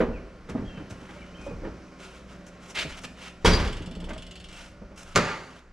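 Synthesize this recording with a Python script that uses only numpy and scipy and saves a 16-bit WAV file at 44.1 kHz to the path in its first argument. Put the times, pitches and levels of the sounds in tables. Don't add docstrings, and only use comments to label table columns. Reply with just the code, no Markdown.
import sys
import numpy as np
from scipy import signal
from scipy.fft import rfft, irfft, next_fast_len
from scipy.io import wavfile
from scipy.ndimage import uniform_filter1d

SR = 44100
rng = np.random.default_rng(int(sys.argv[2]) if len(sys.argv) > 2 else 0)


def transcribe(u):
    v = np.clip(np.atleast_2d(u).T, -1, 1)
    q = np.round(v * 32767).astype(np.int16)
    wavfile.write(sys.argv[1], SR, q)


def undo_db(level):
    steps = np.asarray(level, float) / 20
    return 10 ** steps


N = 252604
TIME = np.arange(N) / SR
CENTRES = 22 * 2 ** (np.arange(29) / 3)


def on_log(table, hz):
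    return np.interp(np.log(hz), np.log(np.array(table)[:, 0]), np.array(table)[:, 1])


def unit(x):
    return x / np.sqrt(np.mean(x ** 2))


def split(x):
    size = next_fast_len(len(x))
    hz = np.maximum(np.arange(size // 2 + 1) * SR / size, 1)
    place = 3 * np.log2(hz / CENTRES[0])
    spectrum = rfft(x, size)
    weights = [np.cos(np.pi / 2 * np.clip(place - k, -1, 1)) ** 2 for k in range(len(CENTRES))]
    return np.array([irfft(spectrum * weight, size)[:len(x)] for weight in weights])


def colour(x, db):
    return undo_db(db) @ split(x)


def walk(rate):
    k = int(SR / rate)
    steps = np.repeat(rng.standard_normal(N // k + 1), k)
    return 1.32 * uniform_filter1d(uniform_filter1d(steps, k), k)[:N]


def ring(x, hz, t60):
    pole = np.exp(2j * np.pi * hz / SR - np.log(1000) / (t60 * SR))
    return signal.lfilter([1], [1, -pole], x).imag


def build_up(t, rise):
    return (t / rise) ** 2 / (1 + (t / rise) ** 2)


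def swell_db(s, rise, fall, edge_db):
    distance = np.where(TIME < s, (s - TIME) / rise, (TIME - s) / fall)
    return np.maximum(-abs(edge_db) * distance ** 2.76, -200)


def steel(hits, tone, modes, dense_db, modes_db, crack_db, note_db, note_t60, damping, t60, push):
    out, length = np.zeros(N + SR), int(.9 * SR)
    t = np.arange(length) / SR
    low = 1 / (1 + (CENTRES / 130) ** 4)
    high = 1 / (1 + (1200 / CENTRES) ** 4)
    mean_thump_db, mean_edge_db = np.array(hits)[:, 2:4].mean(axis=0)
    decay = t60 * (500 / CENTRES) ** damping
    swell = 1 - np.exp(-t * CENTRES[:, None])
    wash_envelope = swell * undo_db(-60 * t / decay[:, None])
    contact = 1 - np.exp(-(t / push) ** 2)
    for s, db, thump_db, edge_db, note_hz in hits:
        noise = rng.standard_normal(length)
        brighter_db = edge_db - mean_edge_db
        shape = on_log(tone, CENTRES) + low * (thump_db - mean_thump_db) + high * brighter_db
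        wash = undo_db(shape) @ (split(noise) * wash_envelope)
        crack = colour(noise * np.exp(-t / 0.0016), shape) * np.exp(-t / .05)
        note = np.sin(2 * np.pi * note_hz * t) * undo_db(note_db - 60 * t / note_t60)
        tones = 0
        for (hz, mode_db, mode_t60), luck in zip(modes, rng.standard_normal(len(modes))):
            level = undo_db(mode_db + 3.7 * luck + brighter_db / (1 + (1200 / hz) ** 4))
            fade = undo_db(-60 * t / min(mode_t60, 100 / hz + .03))
            tones = tones + level * fade * np.sin(2 * np.pi * hz * (1 + 0.0057 * luck) * t)
        ringing = contact * (undo_db(dense_db) * wash + undo_db(modes_db) * tones + note)
        start = int(s * SR)
        out[start:start + length] += undo_db(db) * (ringing + undo_db(crack_db) * crack)
    return out[:N]


def lid_slam():
    # (time [s], peak level [dB], thump minus peak [dB], edge minus peak [dB], note [Hz])
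    landings = [
        (3.4465, -6.5, 1, -8.5, 340),
        (3.449, -4, -10, -7, 329),
        (3.458, -8, 18, 1.5, 510),
        (3.464, -15.5, 13, 0, 116),
        (3.475, -7, -4, -31, 117),
        (3.485, -15.5, -14, -25, 126),
        (3.509, -23, 18.5, -1, 125),
        (3.534, -15, -29, 0, 121),
        (3.599, -15.5, -9, -9, 120),
        (3.649, -16.5, 2, -10, 202),
    ]
    # (frequency [Hz], level [dB])
    tone = [(15, -61), (25, -10.5), (196, -10), (450, -11), (760, -19), (960, -16), (1390, -18.5),
            (1540, -19.5), (2430, -25.5), (4040, -27), (4620, -27.5), (5140, -28.5), (9520, -42.5),
            (15000, -65)]
    # (frequency [Hz], level [dB], t60 [s])
    modes = [(167.6, -8, 0.68), (431, -6, 0.47), (569, -4.5, 0.88), (927, -2.5, 0.15), (1684, -9.5, 0.41),
             (1820, -21, 0.61), (2165, -13, .4), (2530, -20, 0.4), (3250, -10, 0.36), (3490, -15, 0.85)]
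    return steel(landings, tone, modes, dense_db=11.43, modes_db=-16.0, crack_db=7.7, note_db=-7.5,
                 note_t60=0.034, damping=0.22, t60=0.43, push=.0003)


def boom():
    # (frequency [Hz], waver share [1], level [dB], rise [s], t60 [s])
    swings = [
        (30.07, 0.028, -7.5, 0.025, 0.53),
        (63, 0.045, -14, 0.0095, 0.47),
        (178.8, 0.043, -20, 0.026, 0.49),
    ]
    # (time [s], level [dB], extra level of the panel [dB])
    jolts = [
        (3.444, -0.5, 1.5),
        (3.59, -15, -13),
        (3.84, -27.5, 18),
        (3.95, -23.5, 15),
        (4.03, -20.5, -9),
    ]
    seal_s = 3.477
    out = 0
    for hz, waver, db, rise, t60 in swings:
        envelope = 0
        for s, jolt_db, panel_db in jolts:
            t = np.maximum(TIME - s, 0)
            level_db = db + jolt_db + panel_db * (hz > 100)
            envelope = envelope + undo_db(level_db - 60 * t / t60) * build_up(t, rise)
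        turns = np.cumsum(hz * (1 + waver * walk(14))) / SR
        out = out + envelope * np.cos(2 * np.pi * (turns - turns[int(seal_s * SR)]))
    return out


def latch_blow():
    # (time [s], peak level [dB], thump minus peak [dB], edge minus peak [dB], note [Hz])
    contacts = [
        (5.1525, -28.5, -22, -3, 1220),
        (5.1565, -31, -23, -0.5, 1110),
        (5.159, -5.5, -8.5, -5, 1154),
        (5.1605, -11.5, -4, -6.5, 1568),
        (5.1625, -11.5, -4, -8, 598),
        (5.1665, -10.5, -4, -12, 413),
        (5.174, -13.5, -12, -5, 188),
        (5.184, -23, -26, -8, 642),
    ]
    # (frequency [Hz], level [dB])
    tone = [(25, -15), (50, -9.5), (140, 4), (200, 6), (270, -7), (420, 4), (640, -5), (850, -19),
            (1200, 2.5), (1900, -8.5), (3800, -14), (4500, -13), (6700, -17.5), (9000, -27.5), (12000, -42),
            (15000, -67)]
    # (frequency [Hz], level [dB], t60 [s])
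    modes = [(197, 7, 0.051), (410, -33, 0.091), (609, -4, 0.078), (1130, 5.5, 0.02), (1680, -25, 0.37),
             (1790, -32, 0.13), (2840, -13, 0.03), (4300, -2, 0.025), (5500, -45, 5.0), (6700, 3.5, 0.012)]
    return steel(contacts, tone, modes, dense_db=1.3, modes_db=-13.0, crack_db=10.4, note_db=-5,
                 note_t60=0.035, damping=0.14, t60=0.21, push=.0003)


def brackets():
    # (time [s], frequency [Hz], level [dB], rise [s], t60 [s])
    notes = [
        (3.51, 4764, -11, 0.024, 0.14),
        (3.5, 4538, -27, .015, .2),
        (3.455, 5642, -26, .008, .2),
        (3.46, 1567, -23, .01, .22),
        (3.46, 931, -23, .01, .2),
        (3.47, 2783, -26, .01, .3),
        (3.52, 4230, -28, .02, .15),
    ]
    # (frequency [Hz], width [Hz], level [dB])
    plate = [(635, 140, -30.5), (953, 150, -31.5), (1260, 420, -26), (1650, 320, -28), (1890, 310, -29),
             (2490, 110, -33.5), (2950, 160, -35), (3430, 340, -37), (4530, 440, -35), (6640, 590, -42.5)]
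    plate_s, plate_rise_s, plate_t60_s = 5.159, 0.0057, 0.66
    out, chatter = 0, rng.standard_normal(N)
    for s, hz, db, rise, t60 in notes:
        t = np.maximum(TIME - s, 0)
        note = np.sin(2 * np.pi * hz * t) + .6 * unit(ring(chatter, hz, 0.04))
        out = out + undo_db(db - 60 * t / t60) * build_up(t, rise) * note
    crowd = 0
    for hz, width, db in plate:
        crowd = crowd + undo_db(db) * unit(ring(ring(chatter, hz, 1.2 / width), hz, 1.3 / width))
    t = np.maximum(TIME - plate_s, 0)
    return out + crowd * undo_db(-60 * t / plate_t60_s) * (1 - np.exp(-t / plate_rise_s))


def trim():
    # (time [s], level [dB])
    tap_table = [(3.6758, -30), (3.7283, -31.5), (3.769, -35), (3.822, -38), (3.8617, -35.5),
                 (3.913, -37.5), (3.9522, -37), (4.0034, -37), (4.043, -36), (4.093, -35), (4.1343, -35.5),
                 (4.18, -35), (4.223, -35), (4.267, -37), (4.3116, -35), (4.357, -34), (4.4011, -36.5),
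                 (4.443, -36.5), (4.4879, -38), (4.529, -38), (4.5723, -40), (4.612, -42)]
    # (frequency [Hz], width [Hz], level [dB])
    resonances = [(2480, 640, -47), (3040, 470, -8.5), (3375, 560, -6), (4485, 1200, -12), (5210, 870, 9.5),
                  (6600, 1200, 9), (7670, 380, 1), (9100, 680, -4.5), (13000, 1500, -33)]
    top_db, scatter_db, room_db = -10.5, 1.2, -11
    fade_s, linger_s = 0.011, 0.042
    s, tap_db = np.transpose(tap_table)
    at = (SR * (s - .002)).astype(int)
    luck_db = scatter_db * rng.standard_normal((len(resonances), len(tap_table)))
    fade, linger = ([1, -np.exp(-1 / (seconds * SR))] for seconds in (fade_s, linger_s))
    noise, out = rng.standard_normal(N), 0
    for (hz, width, db), chance_db in zip(resonances, luck_db):
        taps = np.zeros(N)
        taps[at] = undo_db(tap_db + chance_db + db / 2)
        envelope = signal.lfilter([1], fade, taps)
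        if hz < 4500:
            envelope = envelope + undo_db(room_db) * signal.lfilter([1], linger, taps)
        else:
            envelope = undo_db(top_db) * envelope
        envelope = uniform_filter1d(envelope, size=60, origin=29)
        out = out + envelope * unit(ring(ring(noise, hz, 1.8 / width), hz, 1.96 / width))
    return undo_db(-9.5) * out


def knocks():
    # (time [s], peak level [dB], thump minus peak [dB], edge minus peak [dB], note [Hz])
    stay = [(0.002, -10.5, -26, -14, 495), (0.008, -12, -40, -17, 233.7), (0.049, -41, -6, -19, 500),
            (0.082, -23, -16, -30, 246), (0.488, -31.5, -9, -3.5, 482), (0.495, -25, -11, -14, 186),
            (0.543, -30, -15, -27, 237), (0.549, -17.5, -17, -31, 253), (0.566, -30.5, -10, -16, 218),
            (0.576, -25.5, -8, -15, 205), (0.607, -32, 5, -32, 110), (0.62, -32, -9, -32, 202),
            (0.772, -32.5, -1, -6, 150), (0.8, -29, -16, -33, 298), (0.903, -36, 5.5, -4, 294),
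            (1.02, -35.5, -16, -20, 270), (1.09, -40.5, -29, 4, 827), (1.158, -38.5, -11, -5, 600),
            (1.39, -34, -13, -20, 286), (1.464, -23.5, -28, -22, 560), (1.509, -27.5, -8, -24, 478),
            (1.617, -32, -34, -18, 309), (1.647, -25, -12, -11.5, 334), (1.634, -30, -31, -13, 526),
            (1.669, -29, -35, -17, 437)]
    bumps = [(2.848, -24, -6, -21, 170), (3.04, -33.5, 0, 5, 257), (3.8, -27, 4, -26, 315),
             (3.87, -27, -7, -22, 180), (3.96, -29, -26, -24, 171), (3.915, -31, -15, -22, 250),
             (3.99, -33, -14, -20, 260), (4.021, -29.5, -7, -6, 158), (4.071, -32, -27, -10, 548),
             (4.085, -29, -19, 1, 561), (4.103, -26, -19, 4.5, 606), (4.111, -28.5, -15, -2.5, 420),
             (4.133, -32, -17, -8, 264), (4.161, -32, -5, 0.5, 637), (4.816, -31, -32, -17, 195),
             (4.914, -33.5, -20, -9, 183)]
    # (frequency [Hz], level [dB])
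    tone = [(15, -24), (25, -14.5), (107, -5.5), (244, -2.5), (344, -7), (460, -8), (703, -18),
            (916, -15.5), (2140, -27), (7610, -58), (14000, -71)]
    # (frequency [Hz], level [dB], t60 [s])
    modes = [(242.2, -11.5, 0.25), (440, -4, 0.16), (526, -2.5, 0.12), (638.6, -5, 0.23), (783, -16, 0.24),
             (892, -10, 0.29), (1235, -11, 0.07), (1450, -49, 0.56), (1830, -50, 0.18), (2100, -25, 0.15)]
    return sum(steel(hits, tone, modes, dense_db=13.0, modes_db=-13.5, crack_db=1.5, note_db=-1.2,
                     note_t60=0.39 * t60, damping=0.19, t60=t60, push=.002)
               for hits, t60 in [(stay, 0.29), (bumps, 0.18)])


def scuffs():
    # (time of peak [s], rise [s], fall [s], level [dB], hiss minus level [dB])
    slides = [(0.498, 0.018, 0.034, -50.5, -2.5), (0.903, 0.0092, 0.043, -50, -0.5),
              (1.45, 0.1, 0.13, -60, -3.5), (1.1, 0.29, 0.36, -57.5, -8), (2.014, 0.035, 0.16, -50.5, -7),
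              (2.16, 0.064, 0.079, -54, -6.5), (2.32, 0.059, 0.085, -57, -7),
              (2.468, 0.0063, 0.038, -55.5, 2.5), (2.64, 0.048, 0.11, -52.5, -4.5),
              (2.705, 0.033, 0.031, -52.5, 2.5), (2.758, 0.015, 0.02, -32.5, -11),
              (2.779, 0.023, 0.025, -26.5, -15), (2.803, 0.022, 0.039, -28.5, -13),
              (2.83, 0.016, 0.022, -36, -11), (2.9, 0.027, 0.035, -48, -7),
              (2.935, 0.031, 0.038, -44.5, -11), (2.985, 0.033, 0.016, -43, -4.5),
              (3.021, 0.01, 0.032, -55, 3), (3.05, 0.02, 0.014, -38, -6.5), (3.256, 0.11, 0.078, -42.5, -9),
              (3.43, 0.024, 0.066, -56.5, -7), (4.59, 0.15, 0.16, -48, -6), (4.964, .008, .015, -58, 1),
              (4.985, 0.016, 0.062, -49, -0.5), (5.033, 0.0027, 0.0047, -53, 2),
              (5.082, .005, 0.018, -67, 3), (5.13, 0.12, 0.11, -52.5, -7), (5.47, 0.44, 0.12, -56, -7),
              (5.576, 0.055, 0.045, -57, -8)]
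    # (frequency [Hz], level [dB])
    tone = [(300, -11), (600, -9), (1100, -8), (1600, -3), (2200, -1), (2900, 0), (4000, -7.5), (7000, -15),
            (10000, -23.5), (12000, -36), (15500, -46)]
    grit = rng.standard_normal(N) * undo_db(1.9 * rng.exponential(1, N)) * undo_db(2.2 * walk(150))
    bands = split(grit) * undo_db(on_log(tone, CENTRES))[:, None]
    part = np.digitize(CENTRES, [1550, 4500])
    drag, rasp, hiss = (unit(bands[part == k].sum(axis=0)) for k in range(3))
    out = 0
    for s, rise, fall, db, hiss_db in slides:
        drag_db = 0.5 - 0.42 * (db + 52.5)
        rub = undo_db(drag_db) * drag + rasp + undo_db(hiss_db) * hiss
        out = out + undo_db(db + swell_db(s, rise, fall, -33.5)) * rub
    return out


def birds():
    # (start [s], length [s], from [Hz], to [Hz], level [dB])
    whistles = [(.128, .068, 2800, 2120, -51.5), (.645, .035, 3225, 3260, -57),
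                (.672, .022, 3270, 3230, -48.5), (.69, .065, 3200, 3140, -53.5),
                (.752, .035, 3180, 3000, -55), (.79, .05, 3100, 3000, -61), (.692, .058, 2760, 2690, -55),
                (.752, .035, 2750, 2560, -56), (1.176, .016, 2310, 2340, -52),
                (1.192, .022, 2550, 2800, -59), (1.195, .055, 2950, 2960, -61),
                (1.255, .06, 2930, 2920, -62), (1.215, .02, 2400, 2230, -50),
                (1.233, .018, 2170, 2010, -54), (1.255, .035, 1900, 1780, -59),
                (1.332, .018, 2200, 2800, -56), (1.346, .022, 3000, 3150, -49),
                (1.37, .02, 3180, 3110, -54), (1.39, .04, 3150, 3150, -61), (1.381, .028, 2560, 2460, -53),
                (1.415, .045, 2490, 2480, -51.5), (1.465, .07, 2500, 2470, -54),
                (1.533, .014, 2480, 2250, -57)]
    out = 0
    for s, length, from_hz, to_hz, db in whistles:
        end = s + length
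        hz = np.interp(TIME, [s, end], [from_hz, to_hz])
        gate = np.clip(np.minimum(TIME - s, end - TIME) / 0.0026, 0, 1)
        rise = .35 * length
        phase = 2 * np.pi * np.cumsum(hz * (1 + 0.006 * walk(200))) / SR
        level_db = db + swell_db(s + rise, rise, length - rise, -7) + 1.5 * walk(80)
        out = out + gate * undo_db(level_db) * (np.sin(phase) + .18 * np.sin(.96 * phase))
    return out


def background():
    # (time [s], level [dB])
    gain = [(0, 6.5), (.4, 1.5), (.7, 6.5), (1.1, 5.5), (1.55, 6), (1.9, 3.5), (2.5, 3.5), (2.9, 4),
            (3.3, 3.5), (5.55, 0), (5.65, -4.5), (5.73, -3)]
    # (time [s], half width [s], level [dB])
    rumbles = [
        (.08, 0.21, 24.5),
        (.6, 0.22, 12.5),
        (1.6, 0.17, 18),
        (2.2, 0.12, -1),
        (2.9, .1, 9),
        (4.1, 0.43, 12),
        (4.6, 0.43, 7),
        (4.85, 0.11, 12.5),
        (5.12, 0.099, 17),
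        (5.65, .1, -10),
    ]
    # (frequency [Hz], level [dB])
    air_tone = [(22, 0.5), (60, -1), (90, -5), (190, -3), (400, -9), (630, -5), (850, -16), (1300, -12.5),
                (2600, -18.5), (4000, -28.5), (5200, -24), (8000, -37), (12500, -50.5), (15500, -78)]
    # (frequency [Hz], level [dB])
    hum_lines = [(59.2, -56), (177.6, -55.5), (199.2, -59.5), (258.4, -63), (317.6, -62.5), (376.8, -63),
                 (516.8, -66), (576.0, -64.5), (1071, -68.5), (1351, -69), (1389, -69), (1453, -69.5)]
    rumble_db = sum(db * np.exp(-((TIME - s) / width) ** 2) for s, width, db in rumbles)
    swell, air, hum = walk(1.18), 0, 0
    for hz, band in zip(CENTRES, split(rng.standard_normal(N))):
        moving_db = 0.78 * swell + 0.95 * walk(3.64) + rumble_db / (1 + (hz / 110) ** 3)
        air = air + band * undo_db(on_log(air_tone, hz) + moving_db)
    for hz, db in hum_lines:
        turns = hz * TIME + 0.078 * walk(4.71) + rng.random()
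        hum = hum + undo_db(db + 1.0 + 2.8 * walk(8.6)) * np.sin(2 * np.pi * turns)
    return undo_db(np.interp(TIME, *np.transpose(gain))) * (undo_db(-47.5) * unit(air) + hum)


def garage(x, t60_share):
    # (frequency [Hz], t60 [s])
    room_t60 = [(60, 1), (300, 0.82), (1500, 0.89), (5000, 0.73), (12000, 0.8)]
    t = np.arange(SR) / SR
    decay = t60_share * on_log(room_t60, CENTRES)[:, None]
    answer = (split(rng.standard_normal(SR)) * undo_db(-60 * t / decay)).sum(axis=0) * np.clip(t / 0.0015, 0, 1)
    return signal.fftconvolve(x, answer / np.sqrt(np.sum(answer ** 2)))[:N]


def far_end(x):
    delay_s, spread_s, level_db, centre_hz = .115, .085, -12, 1900
    t = np.arange(SR // 2) / SR
    echoes = colour(rng.standard_normal(len(t)), -3.5 * np.log2(CENTRES / centre_hz) ** 2)
    answer = echoes * np.exp(-((t - delay_s) / spread_s) ** 2)
    return undo_db(level_db) * signal.fftconvolve(x, answer / np.sqrt(np.sum(answer ** 2)))[:N]


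def two_ports(mid):
    # (frequency [Hz], coherence [0-1])
    likeness = [(30, 1), (250, 0.996), (1000, 0.95), (2000, .93), (4000, 0.92), (8000, .75), (14000, 0.8)]
    # (frequency [Hz], left minus right [dB])
    left_lean = [(60, .5), (125, -.1), (250, -1.1), (500, -1.4), (1000, -1.2), (2000, -.3), (4000, 0),
                 (8000, .6)]
    like = np.clip(on_log(likeness, CENTRES), 0, .9999)
    side = colour(garage(mid, .1), 10 * np.log10((1 - like) / (1 + like)))
    lean_db = on_log(left_lean, CENTRES) / 2
    return np.array([colour(mid + side, lean_db), colour(mid - side, -lean_db)])


def scene():
    blows = lid_slam() + latch_blow()
    hits = blows + knocks()
    small = brackets() + trim() + scuffs()
    far = birds()
    mid = hits + undo_db(-13.0) * garage(hits, 1.0) + undo_db(-6.5) * far_end(blows)
    mid = mid + small + undo_db(-9) * garage(small, .6)
    mid = mid + undo_db(2.5) * far + undo_db(-6) * garage(far, 0.5)
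    mid = mid + background()
    return two_ports(mid) + boom()


def band_limit(x):
    return signal.sosfilt(signal.butter(12, 15700, fs=SR, output="sos"), x)


def record(dry):
    # (frequency [Hz], phase [rad])
    port_lag = [(20, 0.012), (300, 0.2), (1000, 0.36), (2500, 0.62), (5000, 0.39), (8600, 0.6),
                (12000, 0.85)]
    size = next_fast_len(N)
    lag = on_log(port_lag, np.arange(size // 2 + 1) * SR / size + 1)
    left = irfft(rfft(dry[0], size) * np.exp(-1j * lag), size)[:N]
    soft = np.tanh(0.26 * np.array([left, dry[1]])) / 0.34
    top_cut = signal.butter(8, 14800, fs=SR, output="sos")
    return band_limit(signal.sosfilt(top_cut, soft))


dry = scene()
out = record(dry)
transcribe(out)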